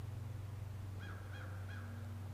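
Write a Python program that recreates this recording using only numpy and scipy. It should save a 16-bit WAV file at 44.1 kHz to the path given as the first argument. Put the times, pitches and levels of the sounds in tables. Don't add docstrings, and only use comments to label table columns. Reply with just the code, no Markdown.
import sys
import numpy as np
from scipy import signal
from scipy.fft import rfft, irfft
from scipy.io import wavfile
from scipy.ndimage import uniform_filter1d

SR = 44100
rng = np.random.default_rng(int(sys.argv[2]) if len(sys.argv) > 2 else 0)


def boost_factor(decibels):
    exponent = np.asarray(decibels, float) / 20
    return 10 ** exponent


def master_out(mix):
    frames = np.transpose(np.atleast_2d(mix))
    ceiling = np.clip(frames, -1, 1)
    pcm = np.round(ceiling * 32767).astype(np.int16)
    wavfile.write(sys.argv[1], SR, pcm)


N = 102929


def evened(x):
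    return x / np.sqrt(np.mean(x ** 2) + 1e-20)


def read(points, hz):
    f, value = np.transpose(points)
    return np.interp(np.log(hz + 1), np.log(f + 1), value)


def drift(n, top_hz):
    settle = 9000
    lowpass = signal.butter(2, top_hz, fs=SR, output="sos")
    return evened(signal.sosfilt(lowpass, rng.standard_normal(n + settle))[settle:])


def arch(u, rise, fall, rise_power, fall_power):
    before = (abs(u) / rise) ** rise_power
    after = (abs(u) / fall) ** fall_power
    return np.exp(-np.where(u < 0, before, after))


def resonate(x, hz, width_hz):
    turn = np.exp(2j * np.pi * hz * np.arange(len(x)) / SR)
    r = np.exp(-np.pi * width_hz / SR)
    return 2 * (turn * signal.lfilter([1 - r], [1, -r], x / turn)).real


# (frequency [Hz], density [dB per Hz])
WASH_SPECTRUM = [(140, -7), (260, -11), (560, -15), (1100, -19), (2500, -27.5), (5000, -34), (9000, -36.5),
                 (15300, -39)]
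WASH_DB, PATCH_DB, LOW_CUT_HZ = -58.5, 0.5, 69
RUMBLE_HZ, RUMBLE_WIDTH_HZ, RUMBLE_DB, RUMBLE_FADE_DB_PER_S = 57.2, 71, -58.5, -2


def air():
    frames, hz = N // 256 + 5, np.fft.rfftfreq(1024, 1 / SR)
    real, imag, patches = rng.standard_normal((frames, 513, 3)).T
    patches = evened(uniform_filter1d(uniform_filter1d(patches, 10, 0), 10, 1))
    z = (real + 1j * imag) * boost_factor(read(WASH_SPECTRUM, hz)[:, None] + PATCH_DB * patches)
    wash = signal.istft(z, nperseg=1024, noverlap=768)[1][:N]
    low_cut = signal.butter(4, LOW_CUT_HZ, "high", fs=SR, output="sos")
    wash = evened(signal.sosfilt(low_cut, wash))
    rumble = resonate(rng.standard_normal(N), RUMBLE_HZ, RUMBLE_WIDTH_HZ)
    rumble = evened(resonate(rumble, RUMBLE_HZ, RUMBLE_WIDTH_HZ))
    rumble_db = RUMBLE_DB + RUMBLE_FADE_DB_PER_S * np.arange(N) / SR
    return boost_factor(WASH_DB) * wash + boost_factor(rumble_db) * rumble


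IN_STEP_S = 0.042


def carried(curve):
    s, hz, db = np.transpose(curve)
    t = np.arange(N) / SR
    turns = np.cumsum(np.interp(t, s, hz)) / SR - hz[0] * IN_STEP_S
    return np.sqrt(2) * boost_factor(np.interp(t, s, db)) * np.cos(2 * np.pi * turns)


# (middle [s], length [s], pitch [Hz], waver [Hz], level [dB])
MOANS = [
    (1.03, 0.21, 177.3, 1.2, -63),
    (1.53, .13, 170, 2.5, -64.5),
    (.95, 0.3, 301, 1.3, -68),
    (1.402, 0.14, 300, 1.52, -63.5),
    (2.26, 0.099, 129, 4, -57.5),
]


def moans():
    t, out = np.arange(N) / SR, np.zeros(N)
    for mid, length, hz, waver_hz, db in MOANS:
        tone = np.cos(2 * np.pi * np.cumsum(hz + waver_hz * drift(N, 7.5)) / SR)
        level = boost_factor(db + 2 * drift(N, 6.8)) * arch(t - mid, length, length, 2, 2.6)
        out += np.sqrt(2) * level * tone
    return out


# (middle [s], length [s], centre [Hz], width [Hz], level [dB])
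GUSTS = [
    (1.535, 0.35, 512, 27, -67),
    (0.4, 0.36, 508, 30, -71),
    (1.07, .1, 284, 190, -63),
    (2.27, .03, 840, 270, -65),
    (0.793, 0.091, 200, 80, -64.5),
    (1.06, .5, 37, 29, -66.5),
]


def gusts():
    t, out = np.arange(N) / SR, np.zeros(N)
    for mid, length, hz, width_hz, db in GUSTS:
        fuzz = resonate(rng.standard_normal(N), hz, width_hz)
        fuzz = evened(resonate(fuzz, hz, width_hz))
        out += boost_factor(db) * arch(t - mid, length, length, 5.6, 1.17) * fuzz
    return out


# (time [s], pitch [Hz], level [dB])
DRONE = [(0, 95.83, -47.7), (.6, 95.83, -47.2), (.8, 95.83, -48), (1.0, 95.83, -47), (1.2, 95.83, -49),
         (1.45, 95.83, -48), (1.6, 95.83, -46), (1.85, 95.83, -48), (2.33, 95.83, -47)]
# (time [s], pitch [Hz], level [dB])
MOTOR = [(0, 117.9, -50), (.33, 118.5, -49.5), (.45, 117.7, -52.5), (.8, 118.8, -54), (1.05, 117.2, -64),
         (1.45, 118.4, -56.5), (1.85, 117.7, -71), (2.0, 117, -56.5), (2.33, 118, -60)]
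# (time [s], pitch [Hz], level [dB])
WHINE = [(0, 235, -70.5), (.25, 237.5, -63.5), (.62, 237, -73), (1.0, 236, -65), (1.25, 235, -73.5),
         (1.6, 234, -68), (1.85, 234.3, -58.5), (2.15, 234, -59), (2.33, 233.3, -64.5)]


def machinery():
    return carried(DRONE) + carried(MOTOR) + carried(WHINE) + moans() + gusts()


# (time [s], level [dB])
TICKS = [
    (2.0463, -59.5),
]
# (frequency [Hz], level [dB], t60 [s])
TWIG = [(4370, 3, 0.0054), (7686, -0.5, 0.0079), (11000, -5, .005)]


def twig():
    t, hits, ring = np.arange(900) / SR, np.zeros(N), 0
    for s, db in TICKS:
        hits[round(s * SR)] = boost_factor(db)
    for hz, db, t60 in TWIG:
        ring = ring + boost_factor(db - 60 * t / t60) * np.sin(2 * np.pi * hz * t)
    return signal.oaconvolve(hits, ring)[:N]


# (frequency [Hz], t60 [s])
VALLEY_T60 = [(700, 3.1), (1500, 2.2), (2500, .9), (4000, 0.28), (8000, 0.38)]
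# (frequency [Hz], level [dB])
VALLEY_TONE = [(700, -3), (1500, -8), (2500, -18), (4000, -25), (8000, -15)]
TAIL_DB, TAIL_RISE_S = -1.5, 0.037


def valley_tail():
    taps = np.zeros(2 * SR)
    at = np.arange(100, 2 * SR - 20, 20)
    taps[at + rng.integers(0, 20, len(at))] = rng.choice([-1., 1.], len(at))
    hz, t, z = signal.stft(taps, SR, nperseg=256)
    t60 = np.maximum(read(VALLEY_T60, hz), 0.05)[:, None]
    z = z * boost_factor(-60 * t / t60) * (1 - np.exp(-t / TAIL_RISE_S))
    z = z / np.linalg.norm(z, axis=1)[:, None].clip(1e-9)
    tail = signal.istft(z * boost_factor(read(VALLEY_TONE, hz))[:, None], SR, nperseg=256)[1]
    call_band = abs(np.fft.rfft(tail[:SR])[1200:1700])
    return tail * boost_factor(TAIL_DB) / call_band.std() / 2


# (delay [s], level [dB])
ECHOES = [
    (.006, -6.5),
    (0.011, -29),
    (.024, -3.5),
    (.082, -11),
    (.118, -12),
    (0.211, -8.5),
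]
ECHO_TOP_HZ = 2040
TRUNK_S, TRUNK_DB, TRUNK_LOW_HZ = 0.043, -4, 3950


def valley(x):
    tail = valley_tail()
    echoes = np.zeros(SR)
    for s, db in ECHOES:
        echoes[round(s * SR)] = boost_factor(db)
    dull = signal.sosfilt(signal.butter(2, ECHO_TOP_HZ, fs=SR, output="sos"), echoes)
    top = signal.sosfilt(signal.butter(6, TRUNK_LOW_HZ, "high", fs=SR, output="sos"), x)
    trunk = boost_factor(TRUNK_DB) * np.roll(top, round(TRUNK_S * SR))
    return trunk + signal.fftconvolve(x, tail)[:N] + signal.fftconvolve(x, dull)[:N]


# (frequency [Hz], level [dB])
THROAT = [(820, -13), (1200, 0), (1440, 2.5), (1640, -1.4), (1950, -9), (2450, -9.5), (2900, -20),
          (3290, -5)]
# (frequency [Hz], level [dB])
TOP = [(4000, -15.5), (5800, -22)]
RISE_S, FALL_S, SAG, PITCH_POWER = 0.042, 0.068, 0.35, 2.8
SWELL_S, FADE_S, EDGE_POWER, TIRE_DB_PER_S = 0.039, 0.098, 5, -35
BRIGHT_RISE_S, BRIGHT_FALL_S, BRIGHT_DB = 0.031, 0.037, 3
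JITTER, SHIMMER_DB, RASP_HZ, RASP = 0.006, 1.8, 75, 0.6
HUSK_DB, HUSK_LEAD_S = -15, 0.06


def caw(top_s, top_hz, effort_db, stretch):
    u = np.arange(N) / SR - top_s
    pitch = 1 - SAG + SAG * arch(u, RISE_S, FALL_S * stretch, PITCH_POWER, PITCH_POWER)
    hz = top_hz * pitch * (1 + JITTER * drift(N, 120))
    phase = 2 * np.pi * np.cumsum(hz) / SR
    slack = 1 - arch(u, BRIGHT_RISE_S, BRIGHT_FALL_S * stretch, 2, 1.5)
    flutter_hz = RASP_HZ * (1 + 0.3003 * drift(N, 24.9))
    rasp = RASP * (0.5 + slack) * np.cos(2 * np.pi * np.cumsum(flutter_hz) / SR)

    tone = np.zeros(N)
    for k in range(1, 9):
        dulling_db = BRIGHT_DB * min(max(k - 2, 0), 3) * slack
        level_db = read(THROAT + TOP, k * hz) - dulling_db + SHIMMER_DB * drift(N, 74)
        tone += boost_factor(level_db) * (1 + rasp * min(1, 6 / k ** 2)) * np.cos(k * phase)

    throat = [(400, -37)] + THROAT + TOP + [(9000, -47)]
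    colour = boost_factor(read(throat, np.fft.rfftfreq(N, 1 / SR)))
    husk = evened(irfft(rfft(rng.standard_normal(N)) * colour, N))
    husk = boost_factor(HUSK_DB) * (1 + rasp) * arch(u, HUSK_LEAD_S, FADE_S * stretch, 4, 4) * husk

    loud = arch(u, SWELL_S, FADE_S * stretch, EDGE_POWER, EDGE_POWER)
    level = boost_factor(effort_db + TIRE_DB_PER_S * np.clip(u, -0.1, 0.2))
    return np.sqrt(2) * level * (loud * tone + husk)


# (time of highest pitch [s], highest pitch [Hz], effort [dB], fall stretch [ratio])
CAWS = [
    (1.042, 823, -58.5, 1),
    (1.362, 822.5, -59, 0.99),
    (1.723, 828.6, -60, .97),
]


def scene():
    crow = sum(caw(*row) for row in CAWS)
    return (crow + valley(crow) + machinery() + air() + twig())[None]


def band_limit(x):
    return signal.sosfilt(signal.butter(12, 16320, fs=SR, output="sos"), x)


def record(dry):
    edge = signal.firwin(801, 15480, window=("kaiser", 7), fs=SR)
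    mix = signal.oaconvolve(dry, edge[None], "same")
    return band_limit(mix)


dry = scene()
out = record(dry)
master_out(out)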